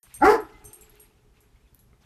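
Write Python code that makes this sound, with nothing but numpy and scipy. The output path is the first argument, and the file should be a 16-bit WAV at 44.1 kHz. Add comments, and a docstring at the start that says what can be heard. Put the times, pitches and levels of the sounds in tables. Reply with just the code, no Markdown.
"""Metal tags jingle on a collar, over a quiet house rumble; then a large dog barks once at a closed door.
Afterwards the tags jingle on, and paws and claws touch the floor of a furnished hall.
The bark is a source-filter voice: vocal fold pulses, rasp and breath shaped by an opening mouth.
Tags, claws and floorboard are decaying modes; rustle, rumble and air are shaped noise.
The hall and the rooms beyond answer as noise tails with a decay time that depends on frequency."""
import sys
import numpy as np
from scipy import signal
from scipy.fft import rfft, irfft, next_fast_len
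from scipy.io import wavfile
from scipy.ndimage import uniform_filter1d, minimum_filter1d, map_coordinates

SR = 44100
rng = np.random.default_rng(int(sys.argv[2]) if len(sys.argv) > 2 else 0)


def inscribe(sig):
    """Save sig as 16-bit PCM at rate SR to the path in sys.argv[1].

    A 1-D sig is mono; a 2-D sig holds one channel per row.
    Samples are clipped to [-1, 1] before scaling.
    """
    pcm = np.round(np.clip(np.atleast_2d(sig).T, -1, 1) * 32767)
    wavfile.write(sys.argv[1], SR, pcm.astype(np.int16))


N = 90404

# Low rumble over time: (time [s], level [dB])
RUMBLE_LEVEL = [(.03, -67.5), (.1, -57.5), (.2, -51), (.26, -34.5), (.31, -51), (.45, -58.5), (.68, -50),
                (.75, -67.5), (.87, -59), (1.0, -62.5), (1.8, -61.5), (1.88, -56.5), (1.95, -64.5)]
# Rumble spectrum: (frequency [Hz], relative density [dB per Hz])
RUMBLE_SPECTRUM = [(20, -0.5), (59, 3), (86, -10), (115, 0.5), (140, -11), (250, -16), (320, -46.5),
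                   (550, -120)]
# Rustle of fur and paws over time: (time [s], level [dB])
RUSTLE_LEVEL = [(0, -70.5), (.12, -59.5), (.45, -62.5), (.58, -63.5), (.68, -65.5), (.75, -64.5),
                (.93, -63), (1.04, -65.5), (1.11, -72.5), (1.32, -83), (1.37, -67), (1.41, -71.5),
                (1.45, -75.5), (1.67, -75), (2.0, -83.5), (2.015, -66.5)]
# Rustle spectrum: (frequency [Hz], relative level [dB])
RUSTLE_SPECTRUM = [(500, -8.5), (1200, -3.5), (1900, -4.5), (2500, -1.5), (6000, -13.5), (14000, -20.5)]
# Room air spectrum: (frequency [Hz], relative density [dB per Hz])
AIR_SPECTRUM = [(120, -5.5), (400, -12.5), (600, -19.5), (800, -18), (1900, -25), (2600, -28.5),
                (12800, -33.5)]
AIR_DB = -67.5

# Decay of the hall: (frequency [Hz], decay time T60 [s])
HALL_DECAY = [(400, 0.27), (1500, 0.25), (12000, 0.11)]
# The rooms beyond: (frequency [Hz], decay time T60 [s], colouring of the voice [dB])
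FAR_ROOMS = [(300, 1.2, 10), (382.2, 2.7, -4), (466, 4.4, -14), (563, 1.9, -5), (910, 1.9, -2),
             (1100, 0.93, -4), (1270, 0.93, 9.5), (2980, 1.1, -2)]
HALL_DB, TAG_HALL_DB, HOUSE_DB = -6.5, -7, -31
ECHO_DELAY_S = 0.0065  # for the hall and the rooms beyond alike
FLICKER_DB, FLICKER_RATE = 2, 40  # far echo: depth, knots a second

# A pad on the floor: (time [s], level [dB])
PAW_STEPS = [(1.931, -54)]
# The floorboard's modes: (frequency [Hz], relative level [dB])
BOARD_MODES = [(200, 0), (420, 0), (1250, -3), (2100, -4)]
# Claws touch the boards: (time [s], starting level [dB], frequency [Hz])
CLAW_TOUCHES = [(1.37, -63.5, 2506), (1.558, -61.5, 2063), (1.676, -64, 3530), (1.791, -65.5, 4000)]
# Dry treble ticks: (time [s], starting level [dB])
TICK_TIMES = [(0.9557, -50), (1.7474, -41)]

# Tag strikes: (time [s], reference level of click and splash [dB], ring length [share of the free ring],
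# then the starting level of each tag mode, low to high [dB])
TAG_STRIKES = [(0.0308, -39.5, 0.98, -70.5, -87.5, -54, -57.5), (0.1411, -31, 1, -55.5, -91.5, -37, -48.5),
               (0.404, -45.5, 0.76, -75, -64, -58.5, -50.5), (0.6424, -40.5, 0.98, -68, -66, -59, -52.5),
               (0.6509, -39, 1, -52.5, -55.5, -42, -53), (0.7312, -34, 0.85, -94.5, -76, -40.5, -46),
               (0.8101, -39.5, 0.82, -75.5, -51.5, -55.5, -51.5),
               (0.8959, -45.5, 0.285, -76, -84, -78.5, -51), (0.9976, -41, 1, -82.5, -88, -51, -48),
               (1.4057, -50.5, 0.939, -81, -72.5, -70.5, -64), (1.7913, -46, 0.97, -76, -76, -81, -58.5)]
# The tags' modes: (frequency [Hz], free decay time T60 [s])
TAG_MODES = [(6190, 0.28), (7600, .2), (8625, .19), (11320, 0.19)]
# Spectrum of a strike's click and splash: (frequency [Hz], relative level [dB])
STRIKE_SPECTRUM = [(3500, -23), (7000, -7), (8600, -8), (9800, -9), (11400, -1.5), (12500, -7.5),
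                   (13800, -3)]
RATTLE_DB = 2.5  # flutter depth of the ringing modes
CLICK_DB, SPLASH_DB = -12, -18.5  # relative to each strike's reference level
SPLASH_T60_S = 0.18  # for a free ring

# Thin side tones of the throat: (time [s], length [s], frequency [Hz], level [dB])
SIDE_TONES = [(0.229, 0.027, 830, -20.5), (0.225, 0.048, 1377, -18.5), (0.284, .06, 1000, -27),
              (0.524, 0.068, 2047, -54)]
# The bark's pitch: (time [s], frequency [Hz])
BARK_PITCH = [(.203, 160), (.221, 270), (.233, 282), (.25, 365), (.27, 405), (.29, 427), (.33, 447),
              (.352, 330), (.372, 292)]
# The bark's parts: (time [s], lowest tone [dB], overtones [dB], breath [dB])
BARK_LEVELS = [(.203, -51.5, -55, -73.5), (.221, -30, -26, -59.5), (.226, -27.5, -17, -57),
               (.236, -18, -16.5, -54), (.248, -18, -18, -40.5), (.26, -19, -12, -34),
               (.272, -14.5, -15.5, -43.5), (.286, -12, -17, -42), (.302, -9.5, -15.5, -35.5),
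               (.308, -29, -21.5, -40), (.334, -18.5, -28, -44.5), (.352, -32, -27.5, -49),
               (.372, -36.5, -41.5, -57.5), (.39, -66, -65.5, -77.5)]
# Mouth nearly shut: (frequency [Hz], relative level [dB])
NARROW_MOUTH = [(600, -7.5), (830, 3), (1080, -25), (1390, -2), (1700, -17.5), (2030, -13.5), (2350, -44.5)]
# Mouth open: (frequency [Hz], relative level [dB])
OPEN_MOUTH = [(600, -6.5), (840, -1.5), (990, -4), (1130, -3), (1310, -3.5), (1480, -8.5), (1700, -12),
              (1980, -10), (2350, -29.5), (3200, -42)]
# Breath spectrum: (frequency [Hz], relative density [dB per Hz])
BREATH_SPECTRUM = [(2000, -23), (2650, 2.5), (3500, -16), (4400, -3.5), (5100, 0.5), (6000, -9),
                   (12000, -12), (14000, -8.5)]
OPENS_S, OPENING_S = .238, .015  # start and length of the mouth's opening
ROUGH = .09  # share of rasp in the power mix with the overtones
JITTER, SHIMMER_DB = .008, 2  # irregularity of pitch (share) and of overtone level

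START_S = .03  # silence before the sound opens
CEILING, LOOKAHEAD_S = .51, .0015  # limiter: amplitude, averaging span
TOP_HZ = 14100


def amp(db):
    """Logarithmic level: decibels to amplitude gain."""
    return 10 ** (np.asarray(db) / 20)


def unit(x):
    """Normalisation: x scaled to rms 1."""
    return x / np.sqrt(np.mean(x ** 2) + 1e-20)


def along(points, hz):
    """Interpolation of (Hz, value) points on a logarithmic frequency axis."""
    f, v = np.transpose(points)
    return np.interp(np.log(hz + 1), np.log(f + 1), v)


def curves(rows):
    """Linear interpolation: one value per sample for each column after the time."""
    s, *columns = np.transpose(rows)
    return [np.interp(np.arange(N) / SR, s, column) for column in columns]


def wobble(rate):
    """Slow random modulation: a smooth curve through random knots, rate of them a second."""
    knots = rng.standard_normal(int(N * rate / SR) + 4)
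    return map_coordinates(knots, [np.arange(N) * rate / SR])


def filtered(x, response):
    """Linear filtering: the spectrum of x multiplied by a response of frequency."""
    m = next_fast_len(N + SR // 2)
    return irfft(rfft(x, m) * response(np.fft.rfftfreq(m, 1 / SR)), m)[..., :N]


def noise(spectrum):
    """Spectral shaping: white noise coloured by a spectrum that falls away at both ends, at rms 1."""
    closed = [(10, -120)] + list(spectrum) + [(spectrum[-1][0] * 2, -120)]
    return unit(filtered(rng.standard_normal(N), lambda hz: amp(along(closed, hz))))


def decay(t, start_s, db, t60):
    """Exponential damping: silence, then a sudden onset that falls 60 dB in t60 seconds."""
    return (t >= start_s) * amp(db - 60 * np.clip(t - start_s, 0, 1) / t60)


def patchy(x, depth_db):
    """Time-frequency modulation: random louder and softer patches, smoothed over both axes."""
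    z = signal.stft(x, nperseg=256)[2]
    field = uniform_filter1d(rng.standard_normal(z.shape), size=4, axis=0)
    field = uniform_filter1d(field, size=6, axis=1)
    return unit(signal.istft(z * amp(depth_db * unit(field)), nperseg=256)[1][:N])


def background():
    """Amplitude-modulated noise: lumpy low rumble, patchy rustle and nearly steady room air."""
    rumble = amp(curves(RUMBLE_LEVEL)[0] + 3.1 * wobble(36)) * noise(RUMBLE_SPECTRUM)
    rustle_gain = amp(curves(RUSTLE_LEVEL)[0] + 0.9 * wobble(60))
    rustle = rustle_gain * patchy(noise(RUSTLE_SPECTRUM), depth_db=3)
    air = amp(AIR_DB + 0.49 * wobble(2.5)) * noise(AIR_SPECTRUM)
    return rumble + rustle + air


def echo(x, decays, size=256):
    """Reverberation: convolution with a noise tail whose frequencies each die at their own speed."""
    hz, t, z = signal.stft(rng.standard_normal(N), SR, nperseg=size)
    t60 = along(decays, hz)[:, None]
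    tail = signal.istft(z * amp(-60 * t / t60), SR, nperseg=size)[1]
    delayed = np.pad(x, (round(ECHO_DELAY_S * SR), 0))
    return signal.fftconvolve(delayed, tail / np.linalg.norm(tail))[:N]


def house(x):
    """Coloured reverberation: the far rooms filter the voice, and their ring flickers."""
    rows = np.array(FAR_ROOMS)
    coloured = filtered(x, lambda hz: amp(along(rows[:, ::2], hz)))
    far = echo(coloured, rows[:, :2], size=1024)
    return amp(HOUSE_DB + FLICKER_DB * wobble(FLICKER_RATE)) * far


def paws():
    """Modal excitation: a soft knock rings the floorboard's modes briefly."""
    t = np.arange(N) / SR
    return sum(decay(t, s, db + level, 0.022) * np.sin(2 * np.pi * hz * (t - s))
               for s, db in PAW_STEPS for hz, level in BOARD_MODES)


def claws():
    """Damped oscillation with random phase: each touch is a short rough ring of its own pitch."""
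    t = np.arange(N) / SR
    grain = wobble(360)
    return sum(decay(t, s, db, 0.037) * np.sin(2 * np.pi * hz * t + 1.52 * grain)
               for s, db, hz in CLAW_TOUCHES)


def ticks():
    """Impulsive noise: treble bursts that die within milliseconds."""
    t = np.arange(N) / SR
    source = noise([(9000, -40), (11000, 0), (14000, 2)])
    return sum(decay(t, s, db, 0.0037) for s, db in TICK_TIMES) * source


def tags():
    """Modal synthesis: each strike clicks, splashes and rings modes that flutter as the tags rattle together."""
    out = np.zeros(N + SR)
    t = np.arange(SR // 3) / SR
    # one complex flutter per mode, in level and phase, shared by all strikes
    flutters = [amp(RATTLE_DB * wobble(300)) * np.exp(1.1j * wobble(250)) for _ in TAG_MODES]
    for s, reference_db, length, *levels in TAG_STRIKES:
        start = round(s * SR)
        share = max(length, .1)
        ring = np.zeros(len(t))
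        for (hz, t60), db, flutter in zip(TAG_MODES, levels, flutters):
            flutter_now = np.roll(flutter, -start)[:len(t)]
            tone = np.imag(np.exp(2j * np.pi * hz * t) * flutter_now)
            ring += amp(db - 60 * t / (t60 * share)) * tone
        click = amp(CLICK_DB - 60 * t / 0.0073)
        splash = amp(SPLASH_DB - 60 * t / (SPLASH_T60_S * share))
        strike = amp(reference_db) * (click + splash) * noise(STRIKE_SPECTRUM)[:len(t)]
        out[start:][:len(t)] += ring + strike
    return out[:N]


def whine():
    """Modulated oscillation: short thin tones of the throat swell and fade, unsteady in level and phase."""
    t = np.arange(N) / SR
    out = np.zeros(N)
    for s, length, hz, db in SIDE_TONES:
        swell = np.sqrt(np.abs(np.sin(np.pi * np.clip((t - s) / length, 0, 1))))
        tone = np.sin(2 * np.pi * hz * t + 0.3 * wobble(40))
        out += amp(db + 1.93 * wobble(59)) * swell * tone
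    return out


def bark():
    """Source-filter principle: fold pulses, rasp and breath pass a throat that widens as the mouth opens."""
    t = np.arange(N) / SR
    pitch_hz = curves(BARK_PITCH)[0]
    low_db, over_db, breath_db = curves(BARK_LEVELS)
    opened = np.clip((t - OPENS_S) / OPENING_S, 0, 1)
    phase = 2 * np.pi * np.cumsum(pitch_hz * (1 + JITTER * wobble(200))) / SR

    overtones = np.zeros(N)
    for k in range(2, 20):
        narrow_db = along(NARROW_MOUTH, k * pitch_hz)
        open_db = along(OPEN_MOUTH, k * pitch_hz)
        mouth_db = (1 - opened) * narrow_db + opened * open_db
        tone = np.sin(k * phase + rng.normal(0, k / 4))
        overtones += amp(mouth_db + SHIMMER_DB * wobble(88.3)) * tone

    puff = 1 + np.cos(phase)  # airflow pulses once per fold cycle
    rasp = np.sqrt(1 - opened) * noise(NARROW_MOUTH) + np.sqrt(opened) * puff * noise(OPEN_MOUTH)
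    voiced = np.sqrt(1 - ROUGH) * overtones + np.sqrt(ROUGH) * rasp
    lowest = np.sqrt(2) * np.sin(phase)  # rms 1
    breath = puff * noise(BREATH_SPECTRUM)
    on = (t > BARK_LEVELS[0][0]) & (t < BARK_LEVELS[-1][0])
    return on * (amp(low_db) * lowest + amp(over_db) * voiced + amp(breath_db) * breath)


def scene():
    """Superposition: direct sounds, their room echoes and the background add at the microphone."""
    voice = bark() + whine()
    small = tags() + claws() + ticks() + paws()
    voice_echo = amp(HALL_DB) * echo(voice, HALL_DECAY) + house(voice)
    small_echo = amp(TAG_HALL_DB) * echo(small, HALL_DECAY)
    return (voice + voice_echo + small + small_echo + background())[None]


def record(dry):
    """Peak limiting and band limiting: sound opens after a short silence, peaks are held, the top is cut."""
    x = dry * np.clip((np.arange(N) / SR - START_S) / 0.00078, 0, 1)
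    span = round(LOOKAHEAD_S * SR)
    needed_gain = CEILING / np.maximum(np.abs(x), CEILING)
    gain = uniform_filter1d(minimum_filter1d(needed_gain, size=2 * span), size=span)
    return filtered(x * gain, lambda hz: hz < TOP_HZ)


dry = scene()
out = record(dry)
inscribe(out)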